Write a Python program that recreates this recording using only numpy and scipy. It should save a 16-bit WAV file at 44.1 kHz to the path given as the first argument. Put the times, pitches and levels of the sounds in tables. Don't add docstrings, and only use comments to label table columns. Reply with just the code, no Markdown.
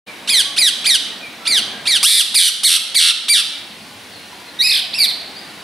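import sys
import numpy as np
from scipy import signal
from scipy.fft import rfft, irfft, next_fast_len
from scipy.io import wavfile
from scipy.ndimage import uniform_filter1d, map_coordinates

SR = 44100
rng = np.random.default_rng(int(sys.argv[2]) if len(sys.argv) > 2 else 0)


def output_pcm(signal):
    pcm = np.clip(np.atleast_2d(signal).T, -1, 1) * 32767
    wavfile.write(sys.argv[1], SR, np.round(pcm).astype(np.int16))


N = 248283
T = np.arange(N) / SR
TOP_HZ = 15665


def amp(db):
    return 10 ** (np.asarray(db) / 20)


def unit(x):
    return x / np.sqrt(np.mean(x ** 2) + 1e-20)


def along(points, hz):
    f, v = np.transpose(points)
    return np.interp(np.log(hz + 1), np.log(f + 1), v)


def wobble(rate, size):
    return map_coordinates(rng.standard_normal(int(size * rate / SR) + 4), [np.arange(size) * rate / SR])


def filtered(x, response):
    m = next_fast_len(N + SR // 2)
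    return irfft(rfft(x, m) * response(np.fft.rfftfreq(m, 1 / SR)), m)[..., :N]


def spread(mid, side):
    return np.array([mid + side, mid - side])


def background(level_db, patchy_db, rumble_hz=3000):
    # frequency in Hz, relative strength of the noise in dB.
    colour = [(15, -73), (25, -30), (96, -14), (204, -1), (457, -6.5), (722, -4), (1340, -8), (1900, -5),
              (2850, -7), (3170, -7.5), (3830, -6.5), (6920, -20.5), (10400, -19), (13200, -29),
              (15500, -27)]
    # frequency in Hz, how alike left and right are (1 is the same).
    alike = [(60, 0.92), (180, 1), (550, 0.81), (1650, 0.67), (4970, 0.81), (15000, 1)]
    # time in seconds, relative level of the rumble in dB.
    swells = [(.1, -40.5), (1.45, -41), (1.65, -36.5), (1.92, -41), (2.6, -41.5), (3.7, -44), (4.55, -43),
              (5.3, -40)]

    def mid_and_side(hz):
        angle = np.arccos(np.clip(along(alike, hz), -1, 1)) / 2
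        return amp(along(colour, hz)) * [np.cos(angle), np.sin(angle)]

    spectrum = signal.stft(rng.standard_normal((2, N)), nperseg=2048)[2]
    patches = uniform_filter1d(rng.standard_normal(spectrum.shape[1:]), size=3, axis=0)
    patches = uniform_filter1d(patches, size=8, axis=1)
    noise = signal.istft(spectrum * amp(patchy_db * unit(patches)), nperseg=2048)[1][:, :N]
    air = unit(spread(*filtered(noise, mid_and_side)))
    low = filtered(air, lambda hz: 1 / (1 + (hz / rumble_hz) ** 2))
    swell_db = np.interp(T, *np.transpose(swells))
    return amp(level_db) * (air - low + low * amp(swell_db - np.median(swell_db)))


def drone(centre_hz, width_hz):
    # time in seconds, level in dB.
    levels = [(3.3, -78), (3.7, -61), (4.0, -56.5), (4.7, -61), (5.3, -64)]
    hum = filtered(rng.standard_normal(N), lambda hz: np.exp(-((hz - centre_hz) / width_hz) ** 2))
    return unit(hum) * amp(np.interp(T, *np.transpose(levels)))


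def surroundings(x, leaves_db, leaves_fade_s, tail_db):
    # frequency in Hz, seconds the echoes take to fade by 60 dB.
    fade_times = [(500, 0.98), (2000, 0.76), (4000, 0.73), (9000, 0.49), (15000, 0.36)]
    # frequency in Hz, side gain in dB.
    width = [(1000, -7), (4500, -7.5), (8000, -4), (13000, -38)]
    t = np.arange(SR) / SR
    leaves = rng.standard_normal((2, SR)) * amp(-60 * t / leaves_fade_s) * (t > .002)
    bands, times, spectrum = signal.stft(rng.standard_normal((2, SR)), SR, nperseg=256)
    fade = amp(-60 * times / along(fade_times, bands)[:, None])
    tail = signal.istft(spectrum * fade, SR, nperseg=256)[1][:, :SR]
    tail *= 1 - np.exp(-t / 0.015)
    echoes = (amp(leaves_db) * unit(leaves) + amp(tail_db) * unit(tail)) / np.sqrt(SR)
    mid, side = signal.fftconvolve(x[None], echoes, axes=1)[:, :N]
    return spread(mid, filtered(side, lambda hz: amp(along(width, hz))))


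def surface_echo(x, delay_s, echo_db, dull_hz, blur_db=-3, blur_fade_s=0.053):
    t = np.arange(SR // 10) / SR
    blur = unit(rng.standard_normal(len(t)) * amp(-60 * t / blur_fade_s)) / np.sqrt(len(t))
    returned = amp(echo_db) * (x + amp(blur_db) * signal.fftconvolve(x, blur)[:N])
    return filtered(returned,
                    lambda hz: np.exp(-2j * np.pi * hz * delay_s) / np.sqrt(1 + (hz / dull_hz) ** 4))


def whistles(rows, waver):
    out = np.zeros(N)
    for start, length, start_hz, end_hz, db in rows:
        progress = (T - start) / length
        live = (progress > 0) & (progress < 1)
        progress = progress[live]
        hz = (start_hz + (end_hz - start_hz) * progress) * (1 + waver * wobble(184, len(progress)))
        swell = np.sqrt(2 * np.sin(np.pi * progress))
        out[live] += amp(db) * swell * np.sin(2 * np.pi * np.cumsum(hz) / SR)
    return out


def far_birds(direct_db):
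    # start and length in seconds, first and last pitch in Hz, relative level in dB.
    calls = [(.07, 0.082, 2420, 2117, -41.5), (.44, 0.099, 1114, 1116, -48), (1.2, .095, 2520, 2264, -40.5),
             (1.40, 0.11, 1350, 1310, -43), (1.65, .16, 1680, 1560, -43), (3.735, .025, 2000, 1800, -55),
             (4.11, .09, 4520, 4060, -47), (4.32, .02, 1054, 910, -43), (4.45, .06, 4480, 3940, -49),
             (5.35, 0.051, 4340, 5080, -40)]
    song = whistles(calls, waver=0.018)
    return amp(direct_db) * song + surroundings(song, leaves_db=3.5, leaves_fade_s=0.036, tail_db=-1.0)


def note(contour, voicing, jitter=0.0067, trill_jitter=0.031, catch_db=15, throb_db=10):
    # frequency in Hz, gain in dB.
    throat = [(900, -1), (1500, -16), (2400, -7.5), (3000, -1.5), (3700, 2), (4800, -5.5), (5700, -7),
              (7000, -18), (8200, -7.5), (9600, -6), (11500, -15.5), (13000, -24), (15500, -54)]
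    # frequency in Hz, change in dB with the head fully turned away.
    head_turn = [(2000, -6), (4500, 6), (6500, -6), (9000, 8.5), (10500, 12), (12000, 26.5), (15000, -5)]
    times, *columns = np.transpose(contour)
    crest, trill_hz, start_db, end_db, rasp_db, odd_db, turned = voicing
    live = (T > times[0]) & (T < times[-1])
    t = T[live]
    pitch, level_db, depth = [uniform_filter1d(np.interp(t, times, c), size=260) for c in columns]
    bright_db = np.linspace(start_db, end_db, len(t))
    swing, push = [1 - 2 * np.abs(np.sin(np.pi * trill_hz * (t + lead_s - crest))) ** 1.4
                   for lead_s in (0, 0.0017)]
    hz = pitch * np.exp(depth * swing + (jitter + trill_jitter * depth) * wobble(502.2, len(t)))
    phase = 2 * np.pi * np.cumsum(hz) / SR
    catch_s, soft_db, slack_hz, slack_db, rasp_hz = 0.1, -8, 1450, 8, 900
    catching = np.exp(-((t - times[0]) / catch_s) ** 2) / (1 + amp(level_db - soft_db) ** 2)
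    slack = 1 / (1 + (pitch / slack_hz) ** 10)
    rasp = amp(rasp_db + catch_db * catching + slack_db * slack)
    tone = np.zeros(len(t))
    for k in range(1, 13):
        source_db = odd_db * (k % 2) + bright_db * np.log2(max(k, 2) / 2) - max(k - 2, 0)
        gain_db = source_db + along(throat, k * hz) + turned * along(head_turn, k * hz)
        rough = rasp * (k / 2) ** 0.8
        noise = wobble(rasp_hz, len(t)) + 1j * wobble(rasp_hz, len(t))
        flutter = (1 + rough * noise) / np.sqrt(1 + 2 * rough ** 2)
        tone += amp(gain_db) * (k * hz < TOP_HZ) * np.real(flutter * np.exp(1j * k * phase))
    edges = np.clip(np.minimum(t - times[0], times[-1] - t) / 0.001, 0, 1)
    out = np.zeros(N)
    out[live] = tone * amp(level_db + throb_db * depth * push) * edges
    return out


def arch(start, length, top_hz, scoop, db, rise_s=.04, trill_depth=0.0051):
    # stage (0 start, 1 top, 2 end), share of the top pitch, level change in dB.
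    shape = [(0, .49, -14.5), (0.391, .61, -6.5), (.7, 0.99, 1.5), (.95, 0.97, -3), (1.09, 0.97, -2),
             (1.29, .86, -0.5), (1.58, .745, -4.5), (1.83, .62, 0.5), (2, .54, -13)]
    stages, ratio, shape_db = np.transpose(shape)
    t = np.arange(0, length, 1 / SR)
    stage = np.interp(t, [0, rise_s, length], [0, 1, 2])
    sag = 1 - scoop * np.exp(-((stage - 1.29) / 0.21) ** 2)
    pitch = top_hz * np.interp(stage, stages, ratio) * sag
    level_db = db + np.interp(stage, stages, shape_db)
    return np.column_stack([start + t, pitch, level_db, np.full(len(t), trill_depth)])


def clear_notes(trill_hz=91.2, rasp_db=-15, odd_db=-1.7, turned=0.041):
    # start and length in seconds, top pitch in Hz, dip as a share of the pitch,
    # relative level in dB, first and last brightness in dB per octave.
    calls = [ (.274, 0.15, 2552, .05, -8, .5, 2), (.562, 0.14, 2553, 0.088, -6.5, -1, 2.4),
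             (.842, 0.13, 2482, 0.083, -6.5, -1.5, 1.5), (1.452, .152, 2468, 0, -8.5, -5.5, -0.046),
             (1.853, 0.13, 2414, 0.053, -8.5, -4, 0.39), ]
    return [(note(arch(*shape), (shape[0], trill_hz, start_db, end_db, rasp_db, odd_db, turned)), turned)
            for *shape, start_db, end_db in calls]


def leap_and_trill(start, length, rise_s, hold_s, drop_s, top_hz, settled_hz, db, fade_db, depth):
    low_hz, settle_s = 1115, .024
    trill_wait_s, trill_swell_s = .018, .048
    attack_s, release_s, edge_db = 0.021, 0.015, 14.5
    t = np.arange(0, length, 1 / SR)
    ramp = lambda u: np.clip(u, 0, 1)
    rising = np.sin(np.pi / 2 * ramp(t / rise_s))
    lasting = ramp((length - t) / drop_s)
    aim_hz = settled_hz + (top_hz - settled_hz) * np.exp(-np.maximum(t - rise_s - hold_s, 0) / settle_s)
    pitch = low_hz + (aim_hz - low_hz) * rising ** 2 * lasting
    effort = ramp(t / attack_s) * ramp((length - t) / release_s)
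    level_db = db - fade_db * t / length - edge_db * (1 - effort)
    trill = depth * ramp((t - hold_s - trill_wait_s) / trill_swell_s) * lasting ** 2
    return np.column_stack([start + t, pitch, level_db, trill])


def screeches(turned=0.095):
    # time of one trill
    # crest in seconds, trill rate in Hz, first and last brightness in dB per octave, rasp in dB,
    # gain of the odd harmonics in dB.
    calls = [ (2.028, 0.2, 0.061, 0, 0.044, 2036, 2092, 0.5, 5, 0.19, 2.05, 102.5, 5.4, 4.5, -16.5, -5),
             (2.342, 0.16, .019, 0.00027, 0.027, 2525, 1890, 0.5, 5, 0.26, 2.46, 91.2, 4.8, 4, -14.5, -4.5),
             (2.633, 0.15, 0.022, 0.00064, 0.027, 2245, 1726, -0.5, 6, 0.3, 2.65, 85.9, 6.2, 3, -17.5, -5),
             (2.945, .179, .015, 0.00073, 0.029, 2366, 1748, -1.5, 3, 0.288, 3.041, 82.2, 3.2, -.5, -15, -4),
             (3.282, 0.14, 0.016, .029, 0.018, 2352, 1502, -0.5, 10.5, 0.17, 3.9, 102.6, 1.4, 0.5, -31, -2.5),
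             ]
    return [(note(leap_and_trill(*row[:10]), (*row[10:], turned), trill_jitter=0.019, throb_db=10.5),
             turned) for row in calls]


def squeals():
    # time in seconds, pitch in Hz, relative level in dB, trill depth as a share of the pitch.
    rising = [(4.589, 1866, -26, 0), (4.612, 1944, -8, .01), (4.635, 2417, -10, 0),
              (4.652, 2534, -8, 0.0028), (4.686, 2500, -10.5, 0.052), (4.71, 2247, -13, 0.211),
              (4.78, 1907, -14.5, 0.26), (4.806, 1517, -19, 0.16)]
    falling = [(4.932, 1494, -28, 0.011), (4.945, 2580, -14.5, 0.0025), (4.975, 2765, -21.5, 0),
               (4.988, 2415, -11.5, 0.0054), (5.021, 2260, -10.5, 0.029), (5.047, 1985, -11, 0),
               (5.064, 1522, -23, .03)]
    voicings = [(4.731, 45.9, -13, -7.5, -12, 0.5, 0.74), (4.999, 89.6, -21, -4.5, -9, 0.5, 0.91)]
    return [(note(contour, voicing, catch_db=-4, jitter=0.0099, throb_db=2.5), voicing[-1])
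            for contour, voicing in zip([rising, falling], voicings)]


def parakeet(facing_share=0.15):
    # start and length in seconds, first and last pitch in Hz, level in dB.
    thin_tone = [(.30, 0.06, 3510, 3030, -19.5)]
    # frequency in Hz, dB added on the right and taken off the left.
    lean = [(1000, 0.5), (2200, 0.8), (4500, 1), (8000, 0.7), (12000, 0)]
    notes = clear_notes() + screeches() + squeals()
    voice = sum(sound for sound, turned in notes) + whistles(thin_tone, waver=0.0049)
    thrown = sum(sound * np.interp(turned, [0, 1], [facing_share, 1]) for sound, turned in notes)
    voice += surface_echo(thrown, delay_s=0.054, echo_db=-7, dull_hz=5130)
    heard = voice + surroundings(voice, leaves_db=-9, leaves_fade_s=0.068, tail_db=-10)
    return filtered(heard, lambda hz: amp(np.outer([-1, 1], along(lean, hz))))


def scene():
    birds = parakeet() + far_birds(direct_db=1.5)
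    return birds + drone(centre_hz=98.0, width_hz=22) + background(level_db=-35.5, patchy_db=2.0)


def gain_control(x, limit_db, release_db_per_s):
    power = np.abs(uniform_filter1d(np.mean(x ** 2, axis=0), size=260))
    excess_db = np.maximum(10 * np.log10(power + 1e-12) - limit_db, 0)
    cut_db = np.maximum.accumulate(excess_db + release_db_per_s * T) - release_db_per_s * T
    return x * amp(-uniform_filter1d(cut_db, size=130))


def record(dry):
    start_s, fade_s = 0.063, 0.017
    fade_in = np.clip((T - start_s) / fade_s, 0, 1)
    held = gain_control(dry, limit_db=-9.5, release_db_per_s=22.5) * fade_in
    return filtered(np.clip(held, -1, 1), lambda hz: hz < TOP_HZ)


dry = scene()
out = record(dry)
output_pcm(out)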